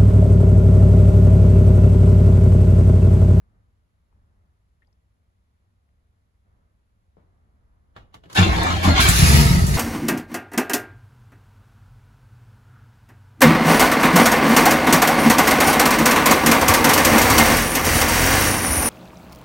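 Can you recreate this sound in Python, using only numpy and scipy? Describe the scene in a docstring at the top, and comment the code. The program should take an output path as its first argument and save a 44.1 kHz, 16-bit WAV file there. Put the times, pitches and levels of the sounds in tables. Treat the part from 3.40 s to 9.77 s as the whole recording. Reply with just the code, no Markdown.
"""A cold V8 starts, heard from the driver's seat in a quiet garage.
Light taps on the trim come first, then the key clicks round. The starter's teeth grind into the
flywheel and ring the bell housing; the first coughs boom in the exhaust pipe. The engine catches and
speeds up: firing pulses boom through the cabin, valves clatter, air hisses loudly past the throttle."""
import sys
import numpy as np
from scipy import signal
from scipy.fft import rfft, irfft, next_fast_len
from scipy.io import wavfile
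from scipy.ndimage import uniform_filter1d, map_coordinates

SR = 44100
rng = np.random.default_rng(int(sys.argv[2]) if len(sys.argv) > 2 else 0)


def digitize_waveform(pressure):
    """Quantize a signal to 16-bit integers and store it at the path in sys.argv[1].

    Rows of a 2-D input are taken as channels; values are limited to [-1, 1].
    """
    field = np.atleast_2d(pressure).T
    bounded = np.clip(field, -1, 1)
    quanta = np.round(bounded * 32767).astype(np.int16)
    wavfile.write(sys.argv[1], SR, quanta)


N = 280917

# Noise spectra. Each row: frequency in Hz, level in dB.
GARAGE_SPECTRUM = [(20, -15.5), (40, -6), (62, 1), (100, -4), (130, -16.5), (180, -16.5), (320, -27),
                   (700, -29.5), (2000, -36.5), (5000, -46.5), (11000, -45.5), (16000, -63)]
SWITCH_SPECTRUM = [(180, -36), (300, -14), (762, 2.5), (1000, -3.5), (1200, -0.5), (2390, -9), (2940, -1),
                   (7130, 0.5), (14000, -9)]
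MOUNT_SPECTRUM = [(15, -62), (25, -27), (51, -15), (86, 4), (107, -4), (130, -30), (172, -9.5),
                  (267, -32.5), (321, -15.5), (403, -32), (600, -32), (780, -24), (1320, -120)]
GRIND_SPECTRUM = [(180, -3), (300, -0.5), (540, -6.5), (743, 1.5), (829, -3), (1030, -7), (1220, -5),
                  (2740, -10.5), (3020, -13.5), (3610, -12), (5670, -22), (6780, -20), (8000, -23),
                  (10400, -81), (17600, -120)]
INTAKE_SPECTRUM = [(800, -15), (1700, -6), (2300, -6), (2750, -5), (3150, -10.5), (3800, -8), (4250, -8),
                   (4450, -6.5), (5000, -8), (7000, -8.5), (8000, -10), (10000, -9), (12500, -13),
                   (15000, -18.5), (15800, -19)]
VALVE_SPECTRUM = [(240, -35), (420, 6), (550, -1.5), (680, 0.5), (900, -3.5), (1080, -16), (1280, 1.5),
                  (1500, -42), (1950, -1.5), (3000, -12), (5200, -39), (9000, -60)]

# Swells of garage rumble. 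Each row: start in seconds, hold in seconds, level in dB.
RUMBLE_SWELLS = [(-0.05, 0.22, -62.5), (0.694, 0.31, -65), (3.035, 0.16, -62.5), (3.78, 0.86, -62.5),
                 (4.573, 0.021, -52.5)]
# Keys and fingers on the trim. Each row: start in seconds, level in dB, pitch in Hz, T60 in seconds,
# relative thud in dB.
TRIM_TAPS = [(0.727, -59, 900, 0.0081, -8), (1.421, -60.5, 1850, 0.071, -26),
             (1.429, -64, 2080, 0.025, -26), (1.448, -71, 3350, 0.012, -20), (1.472, -71, 4870, 0.02, -18),
             (1.478, -68, 800, 0.05, -16), (1.528, -67, 5300, 0.018, -20), (2.491, -60, 1790, 0.0029, -18),
             (3.769, -38.5, 477, 0.013, -11), (3.771, -50.5, 168, 0.061, -6)]
# Key and relays. Each row: time in seconds, level in dB, relative thud in dB, relative treble in dB,
# T60 in seconds.
KEY_CLICKS = [(4.564, -26.5, -16.5, -26, 0.23), (4.742, -26, -18, -18.5, 0.14),
              (4.837, -36.5, -12.5, -23.5, 0.18), (4.857, -43.5, -4, -22, 0.084),
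              (4.899, -31.5, -21, -13, 0.23), (4.911, -40, -21, -28, 0.2), (4.929, -29.5, -11, -2.5, 0.077)]
# Metal snaps and air spits. Each row: start in seconds, level in dB, T60 in seconds.
SNAP_BURSTS = [(5.231, -15.5, 0.072), (5.606, -10.5, 0.44), (5.676, -7.5, 0.08), (5.687, 0.5, 0.16),
               (6.266, -14, 0.33)]

# Loose gear blows. Each row: start in seconds, pitch in Hz, level in dB.
GEAR_CLANKS = [(4.966, 744, -28.5), (4.968, 2760, -23), (4.968, 3550, -25.5), (4.983, 2416, -25.5),
               (4.984, 1354, -30.5), (5.022, 3515, -27.5), (5.027, 2730, -26), (5.137, 3190, -38),
               (5.21, 3660, -35), (5.212, 920, -30), (5.238, 1790, -36), (5.246, 772, -29.5),
               (5.257, 943, -30), (5.444, 1070, -24.5), (5.475, 1010, -30), (5.48, 720, -30),
               (5.573, 1067, -22.5), (5.574, 3140, -28), (5.582, 3450, -26), (5.586, 1390, -25),
               (5.605, 2360, -27), (5.648, 3180, -26.5), (5.655, 2296, -34), (5.66, 750, -33)]
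# Compressions rocking the block. Each row: start in seconds, level in dB.
BLOCK_HEAVES = [(5.05, -19), (5.151, -25.5), (5.31, -22.5), (5.478, -19.5), (5.53, -37)]
# Starter speed. Each row: time in seconds, tooth rate in Hz.
MESH_RATE = [(4.94, 203), (5.02, 380), (5.15, 439), (5.27, 453), (5.4, 361), (5.5, 450), (5.62, 570),
             (5.85, 637)]
# Bell housing resonances. Each row: frequency in Hz, level in dB.
HOUSING_MODES = [(764, -31.5), (903, -27), (1055, -35), (1393, -31.5), (1640, -35), (1782, -32.5),
                 (2172, -39.5), (2320, -33.5), (2778, -41), (3160, -38.5), (3510, -45.5), (3750, -44),
                 (4240, -49)]
# Teeth biting under load. Each row: start in seconds, hold in seconds, grind in dB, treble in dB.
TOOTH_BITES = [(4.943, 0.0076, -23.5, -24.5), (4.998, 0.0036, -30, -30.5), (5.237, 0.031, -35, -37),
               (5.408, 0.068, -27, -29), (5.538, 0.041, -29.5, -21), (5.627, 0.017, -25, -22.5)]
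# Starter nearly stalling on a compression. Each row: time in seconds, gain in dB.
STALL_GAIN = [(5.35, 2), (5.41, -0.5), (5.44, 0)]

# Air gulps past the throttle. Each row: start in seconds, level in dB.
AIR_GULPS = [(4.943, -33), (5.423, -30.5), (5.594, -21.5), (6.331, -30.5)]
# Exhaust pipe resonances. Each row: frequency in Hz, level in dB, T60 in seconds.
PIPE_MODES = [(85, 0, .32), (128, -15, .22), (166, -8, .22), (218, -14, .2), (286, -16, .15),
              (334, -21, .18)]
# First heaves and hard firings. Each row: start in seconds, level in dB, pitch ratio, bark centre in Hz,
# bark gain in dB, ring length ratio.
EXHAUST_COUGHS = [(4.978, -3.5, 1.067, 164, 6, 0.96), (5.064, -10.5, 0.7, 150, -7, 1.4),
                  (5.443, -9.5, 1.07, 173, 9.5, 0.76), (5.462, -8, 0.94, 272.5, 16, 1.3),
                  (5.531, -10, 0.7, 180, -9, 0.73), (5.583, -19, 1.1, 228, 13.5, 1),
                  (5.689, -10, .75, 225, 11, 0.7), (5.805, -10, 1.03, 138, 11, 1.26),
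                  (6.076, -13.5, 0.9, 160, 10.5, 0.97), (6.152, -17.5, 1.05, 175.5, 18.5, 0.86),
                  (6.207, -7.5, 0.95, 170, -6, 0.51)]
# Engine speed. Each row: time in seconds, firing rate in Hz.
FIRING_RATE = [(4.95, 12), (5.45, 14.3), (5.6, 26.6), (5.7, 38.1), (5.8, 68), (5.9, 72.2), (6.0, 74.8),
               (6.06, 77.1), (6.15, 89.5), (6.37, 94.7)]
# Firing strength through catch and flare. Each row: time in seconds, level in dB.
FIRING_EFFORT = [(5.58, -15.5), (5.712, -18), (5.75, -22), (5.808, -14.5), (5.93, -12), (6.01, -13.5),
                 (6.236, -16.5), (6.246, -19), (6.36, -17)]
# Cylinders in firing order: strength in dB; bank, 0 near or 1 far.
CYLINDER_DB = [4, 5, -6, 2.5, 5, 3.5, -2.5, 6.5]
CYLINDER_BANK = [0, 1, 0, 1, 1, 0, 1, 0]
# Firing-rate harmonics, fundamental first: level in dB.
HARMONIC_DB = [-22, -12, -21.5, -35, -33.5, -32.5]
# Cabin, valve cover and upper pipe resonances. 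Each row: frequency in Hz, width in Hz, level in dB.
CABIN_MODES = [(59.8, 18.6, 0.5), (66, 12.4, 4.5), (102, 14, -4.5), (139, 13.7, 4.5), (173, 13.8, 2.5),
               (227.8, 12, -1.5), (324, 7.5, -15), (381, 16, -12.5), (446, 12.9, -16.5)]
COVER_MODES = [(674, 11.4, -0.5), (920, 39, 1), (1290, 56, -10), (1870, 40, -3.5)]
RASP_MODES = [(232.9, 22, 4.5), (256.4, 23, -6), (315, 13, -13), (431, 23, -11.5)]
# Stereo image of the phone's microphone pair. Each row: frequency in Hz, left phase lead in radians,
# left-right likeness from 0 to 1, lift in dB.
MIC_PAIR = [(40, 0.44, 1, 2), (80.5, 0.28, 0.96, 0.5), (194, 0.5, 0.82, 3), (420, -.5, 0.07, 3),
            (810, -1.87, 0.37, 2.5), (1175, -3, 0.39, 5), (1640, -2.5, 0.62, 3.5), (2570, 0.7, 0.09, 0.5),
            (4130, 0, 0.07, 3.5), (5800, 0.5, 0, 1.5), (9590, -4.5, 1, 0), (10570, -5.5, 0.96, 1),
            (13620, -10, 1, 0.5), (16000, -11.5, 0.7, 0)]

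ENGAGE_S, CATCH_S, CLEAR_S = 4.945, 5.564, 5.69  # pinion in, engine catches, pinion out
BITE_RISE_S, CRANK_MESH_HZ = 0.039, 470
FULL_EFFORT_DB, IDLE_FIRING_HZ = -13, 74
TOP_HZ = 15700


def amp(db):
    """Decibels to gain."""
    return 10 ** (np.asarray(db) / 20)


def unit(x):
    """Scale to rms 1."""
    return x / np.sqrt(np.mean(x ** 2) + 1e-20)


def steady(x, window_s):
    """Scale to a running rms of 1."""
    return x / np.sqrt(np.abs(uniform_filter1d(x ** 2, int(window_s * SR))) + 1e-4 * np.mean(x ** 2))


def curve(rows):
    """(Seconds, value) points to one value per sample."""
    return np.interp(np.arange(N) / SR, *np.transpose(rows))


def wobble(rate_hz):
    """Smooth random curve with knots at rate_hz."""
    return map_coordinates(rng.standard_normal(int(N * rate_hz / SR) + 4), [np.arange(N) * rate_hz / SR])


def filtered(x, response):
    """Apply a complex frequency response."""
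    size = next_fast_len(N + SR // 2)
    return irfft(rfft(x, size) * response(np.fft.rfftfreq(size, 1 / SR)), size)[..., :N]


def shape(points):
    """Response through (Hz, dB) points on a log axis."""
    point_hz, db = np.transpose(points)
    return lambda hz: amp(np.interp(np.log(hz + 1), np.log(point_hz + 1), db))


def body(modes):
    """Causal response of (Hz, width Hz, dB) resonances."""
    return lambda f: sum((-1) ** k * amp(db) * 1j * f * width / (hz * hz - f * f + 1j * f * width)
                         for k, (hz, width, db) in enumerate(modes))


def split(x, hz):
    """Parts of x below and above hz."""
    low = filtered(x, lambda f: 1 / (1 + (f / hz) ** 8))
    return low, x - low


def noise():
    """White noise in two rows: shared and scattered."""
    return rng.standard_normal((2, N))


def turns(rate_hz):
    """Running phase in cycles."""
    return np.cumsum(rate_hz) / SR


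def strokes(phase, scatter_db):
    """One impulse of random size per cycle."""
    return np.diff(np.floor(phase), prepend=0) * amp(scatter_db * rng.standard_normal(N))


def patchy(x, depth_db):
    """Narrow bands swell and fade at random; rms 1."""
    bands = signal.stft(x, nperseg=2048)[2]
    field = rng.standard_normal(bands.shape[1:])
    for axis in (0, 1):
        field = uniform_filter1d(field, size=3, axis=axis)
    return unit(signal.istft(bands * amp(depth_db * unit(field)), nperseg=2048)[1][:, :N])


def swell(start_s, rise_s, hold_s=0, fall_db_per_s=0):
    """Gain: smooth rise to 1, hold, optional decay."""
    age_s = np.arange(N) / SR - start_s
    rise = np.sin(np.pi / 2 * np.clip(age_s / rise_s, 0, 1)) ** 2
    return rise * amp(-fall_db_per_s * np.maximum(age_s - rise_s - hold_s, 0))


def together(gains):
    """Power sum of gains."""
    return np.sqrt(sum(gain ** 2 for gain in gains))


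def cranking(fall_db_per_s):
    """Gain that holds while the pinion is engaged, then decays."""
    return swell(ENGAGE_S, BITE_RISE_S, CLEAR_S - ENGAGE_S - BITE_RISE_S, fall_db_per_s)


def garage():
    """Low, swelling rumble and faint even hiss."""
    swells = [amp(db) * swell(start_s, 0.032, hold_s, 77) for start_s, hold_s, db in RUMBLE_SWELLS]
    rumble_gain = together([amp(-66.5)] + swells)
    rumble, hiss = split(unit(filtered(noise(), shape(GARAGE_SPECTRUM))), hz=2000)
    return rumble_gain * amp(0.29 * wobble(9)) * rumble + amp(-65.5) * hiss


def taps():
    """A light touch on the trim: damped ring, loose rattle, low thud."""
    out, t = np.zeros((2, N)), np.arange(SR // 4) / SR
    trim = unit(filtered(noise(), shape([(120, -10), (450, 7), (1300, -6), (3500, -21), (9000, -42)])))
    for start_s, db, hz, t60_s, thud_db in TRIM_TAPS:
        span = slice(round(start_s * SR), round(start_s * SR) + len(t))
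        band = signal.butter(2, [.8 * hz, 1.25 * hz], "band", fs=SR, output="sos")
        scrape = unit(signal.sosfilt(band, rng.standard_normal((2, len(t)))))
        ring = (np.sin(2 * np.pi * hz * t) + 0.4 * scrape) * amp(-60 * t / t60_s)
        rattle = trim[:, span] * amp(-28 - 60 * t / 0.53)
        panel = sum(np.sin(2 * np.pi * panel_hz * t) for panel_hz in (95, 160, 215))
        thud = panel * amp(thud_db - 13 - 60 * t / 0.32)
        soft_onset = 1 - np.exp(-4 * hz * t)
        out[:, span] += amp(db) * (ring + rattle + thud) * soft_onset
    return out


def clicks():
    """Key and relay contacts: short scrape, crack, plastic rattle, dashboard thud."""
    out, t = np.zeros((2, N)), np.arange(N) / SR
    dull, bright = split(patchy(filtered(noise(), shape(SWITCH_SPECTRUM)), depth_db=3.5), hz=3390)
    panel = unit(filtered(noise(), body([(100, 50, 0), (175, 70, -2), (260, 90, -6), (480, 250, -11)])))
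    for hit_s, db, thud_db, treble_db, t60_s in KEY_CLICKS:
        span = slice(int(hit_s * SR) - SR // 16, int(hit_s * SR) + SR // 3)
        offset_s, struck = np.abs(t[span] - hit_s), t[span] >= hit_s
        scrape = 0.39 * amp(-60 * offset_s / 0.046)
        crack = 0.85 * amp(-60 * offset_s / 0.054)
        rattle = amp(-60 * offset_s / t60_s)
        envelope = np.where(struck, rattle + crack, scrape)
        out[:, span] += amp(db - 14.5) * envelope * (dull + amp(treble_db + 0.5) * bright)[:, span]
        out[:, span] += struck * amp(db + thud_db - 9 - 60 * offset_s / .35) * panel[:, span]
    return out


def snaps():
    """Bright bursts: the pinion catches the ring gear and is thrown clear, the intake spits."""
    t = np.arange(N) / SR
    envelope = sum(amp(db - 14.5 - 60 * np.abs(t - start_s) / t60_s) * (t > start_s)
                   for start_s, db, t60_s in SNAP_BURSTS)
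    bright = shape([(1000, -32), (4000, -15), (8300, 7.5), (12000, -3.5), (15500, -4.5)])
    return envelope * unit(filtered(noise(), bright))


def clanks(width_hz=61):
    """Gear play: each loose blow makes one housing resonance chatter."""
    out, source = np.zeros((2, N)), noise()
    for start_s, hz, db in GEAR_CLANKS:
        ring = signal.lfilter(*signal.iirpeak(hz, hz / width_hz, fs=SR), source)
        envelope = swell(start_s, rise_s=0.0047, hold_s=0.011, fall_db_per_s=400)
        out += amp(db) * envelope * steady(ring, 0.029)
    return out


def shudder():
    """Compressions rock the cranked block on its mounts and shake the cabin."""
    heaves = [amp(db) * swell(start_s, rise_s=0.014, hold_s=0.017, fall_db_per_s=172)
              for start_s, db in BLOCK_HEAVES]
    shake = amp(-26.5) * swell(ENGAGE_S, rise_s=0.12, hold_s=CATCH_S - ENGAGE_S, fall_db_per_s=18)
    return together([shake] + heaves) * steady(filtered(noise(), shape(MOUNT_SPECTRUM)), 0.047)


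def starter():
    """Gear teeth strike, scrape and ring the bell housing until the pinion drops out."""
    mesh_hz = curve(MESH_RATE)
    phase = turns(mesh_hz * (1 + .03 * wobble(90)))
    scrape = unit(noise() * np.exp(-2.5 * (phase % 1)) * amp(1.6 * wobble(220)))
    teeth = unit(0.18 * unit(strokes(phase, scatter_db=-2.0)) + scrape)
    ring = unit(filtered(teeth, body([(hz, 16 + 0.0035 * hz, db) for hz, db in HOUSING_MODES])))
    metal = 0.75 * ring + unit(filtered(teeth, shape(GRIND_SPECTRUM)))
    low, high = split(patchy(metal, depth_db=5), hz=1820)  # shifting contact: resonances come and go
    # Loudest at cranking speed: slower teeth strike softly, faster ones are unloaded by the engine.
    drive_db = -22.5 * np.abs(np.log2(mesh_hz / CRANK_MESH_HZ))
    grind_gains = [amp(-27 + drive_db) * cranking(fall_db_per_s=200)]
    treble_gains = [amp(-33.5 + 0.12 * drive_db) * cranking(fall_db_per_s=38)]
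    for start_s, hold_s, grind_db, treble_db in TOOTH_BITES:
        bite = swell(start_s, BITE_RISE_S, hold_s, fall_db_per_s=214)
        grind_gains.append(amp(grind_db) * bite)
        treble_gains.append(amp(treble_db) * bite)
    grind = together(grind_gains) * steady(low, 0.042)
    treble = together(treble_gains) * steady(high, 0.018)
    return amp(curve(STALL_GAIN)) * (grind + treble)


def intake(rise_s=0.27, fall_db_per_s=50.5):
    """Air tears past the nearly shut throttle: a roar while the manifold empties, then idle hiss."""
    stroke_db = 0.36 * np.cos(2 * np.pi * turns(curve(FIRING_RATE)))
    flutter_db = stroke_db + 0.38 * wobble(120) + 0.74 * wobble(700)
    gulps = [amp(db) * swell(start_s, rise_s=0.012, hold_s=0.018, fall_db_per_s=156)
             for start_s, db in AIR_GULPS]
    crank = amp(-43) * cranking(fall_db_per_s)
    roar = amp(-19) * swell(CATCH_S, rise_s, 0.11, fall_db_per_s)
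    idle = amp(-36) * swell(CATCH_S, rise_s)
    hiss = patchy(filtered(noise(), shape(INTAKE_SPECTRUM)), depth_db=4)
    return together([crank, roar, idle] + gulps) * amp(flutter_db) * hiss


def coughs():
    """Lone booms ring the exhaust pipe; their pitch sags as the pressure drops."""
    booms, t = np.zeros(N + SR), np.arange(SR // 2) / SR
    hz, mode_db, t60_s = np.transpose(PIPE_MODES)[:, :, None]
    onset = 1 - np.exp(-(t / .015) ** 2)
    for start_s, db, pitch, bark_hz, bark_db, length in EXHAUST_COUGHS:
        sagging_s = pitch * (t + .006 * (1 - np.exp(-t / .05))) - .04 * t
        emphasis_db = bark_db * np.exp(-(np.log(hz / bark_hz) / .2) ** 2)
        envelopes = amp(mode_db + emphasis_db - 60 * t / (t60_s * length))
        ring = np.sum(envelopes * np.sin(2 * np.pi * hz * sagging_s), axis=0)
        booms[round(start_s * SR):][:len(t)] += amp(db) * ring * onset
    uneven_gas = booms[:N] * amp(1.7 * wobble(140))
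    gas = signal.sosfilt(signal.butter(2, 40, "high", fs=SR, output="sos"), uneven_gas)
    return np.array([gas, np.zeros(N)])  # deep booms: no scattered part


def drone(phase, waver_db=1.7, scatter=0.31):
    """At the height of the flare, even firings sing as clean, climbing tones."""
    tones = sum(amp(db + waver_db * wobble(24)) * np.sin(2 * np.pi * order * phase)
                for order, db in enumerate(HARMONIC_DB, 1))
    envelope = swell(start_s=5.83, rise_s=0.14, hold_s=0.034, fall_db_per_s=119)
    return np.array([tones, scatter * tones]) * envelope


def valves(puffs, effort_db):
    """Valves clatter in step with the firings and ring their covers; level swings wider than effort."""
    drive = puffs + 2 * noise()
    clatter = patchy(filtered(drive, shape(VALVE_SPECTRUM)), depth_db=4.5)
    covers = unit(filtered(drive, body(COVER_MODES)))
    return amp(-29 + 2.03 * effort_db) * swell(CATCH_S, rise_s=0.23) * unit(clatter + 0.95 * covers)


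def exhaust(gas, firing_hz, effort_db):
    """Gas pulses boom in the cabin; speed shifts boom to bark, effort opens up the pipe's rasp."""
    cabin = filtered(gas, lambda hz: body(CABIN_MODES)(hz) / (1 + (27 / (hz + 1)) ** 4))
    low, high = split(cabin, hz=108.4)
    octaves = np.log2(firing_hz / IDLE_FIRING_HZ)
    boom = amp(-16 - octaves) * steady(low, 0.049)
    bark = amp(-21 + 3 * octaves) * steady(high, 0.061)
    rasp = amp(-28.5 + 1.5 * effort_db) * steady(filtered(gas, body(RASP_MODES)), 0.046)
    return amp(effort_db) * (boom + bark) + rasp


def engine(lope_db=2.5):
    """Eight unequal cylinders fire, driving exhaust, drone and valve clatter."""
    firing_hz, effort_db = curve(FIRING_RATE), curve(FIRING_EFFORT) - FULL_EFFORT_DB
    phase = turns(firing_hz * (1 + .012 * wobble(60) + .012 * wobble(14)))  # cold stumble
    cylinder = phase.astype(int) % len(CYLINDER_DB)
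    strength = amp(np.take(CYLINDER_DB, cylinder))
    puffs = unit(noise() * strength * np.exp(-3 * (phase % 1)))
    # Burble: the banks fire in uneven order and one has the longer pipe.
    lag_cycles = .1 * np.take(CYLINDER_BANK, cylinder)
    arrival_phase = np.maximum.accumulate(phase - lag_cycles - .5)
    pulses = unit(strokes(arrival_phase, scatter_db=8.5) * strength)
    gas = np.array([[1], [0]]) * pulses + np.array([[.3], [1.1]]) * puffs
    clatter = valves(puffs, effort_db)
    lope = amp(lope_db * np.cos(4 * np.pi * phase / len(CYLINDER_DB)))  # two swells per round
    caught = swell(CATCH_S, rise_s=0.049)
    return lope * caught * exhaust(gas, firing_hz, effort_db) + drone(phase) + clatter


def scene(left_louder_db=0.14):
    """All sources at the phone's microphone pair: partly alike, out of step, coloured by frequency."""
    sound = garage() + taps() + clicks() + snaps() + starter() + clanks() + shudder()
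    sound = sound + coughs() + engine() + intake()
    mic_hz, lead_rad, likeness, lift_db = np.transpose(MIC_PAIR)
    spread_rad = np.arccos(np.clip(likeness, 0, 1)) / 2

    def weights(hz):
        angle_rad = np.interp(hz, mic_hz, spread_rad)
        return amp(np.interp(hz, mic_hz, lift_db)) * np.array([np.cos(angle_rad), np.sin(angle_rad)])

    mid, side = filtered(sound, weights)
    balance = amp(left_louder_db * np.array([[.5], [-.5]]))
    pair = np.array([mid + side, mid - side]) * balance
    return filtered(pair, lambda hz: np.exp(.5j * np.outer([1, -1], np.interp(hz, mic_hz, lead_rad))))


def record(dry):
    """Soft peak overload, then band limit."""
    limited = dry / (1 + np.abs(dry) ** 8) ** (1 / 8)
    return signal.sosfilt(signal.cheby1(14, .1, TOP_HZ, fs=SR, output="sos"), limited)


dry = scene()
out = record(dry)
digitize_waveform(out)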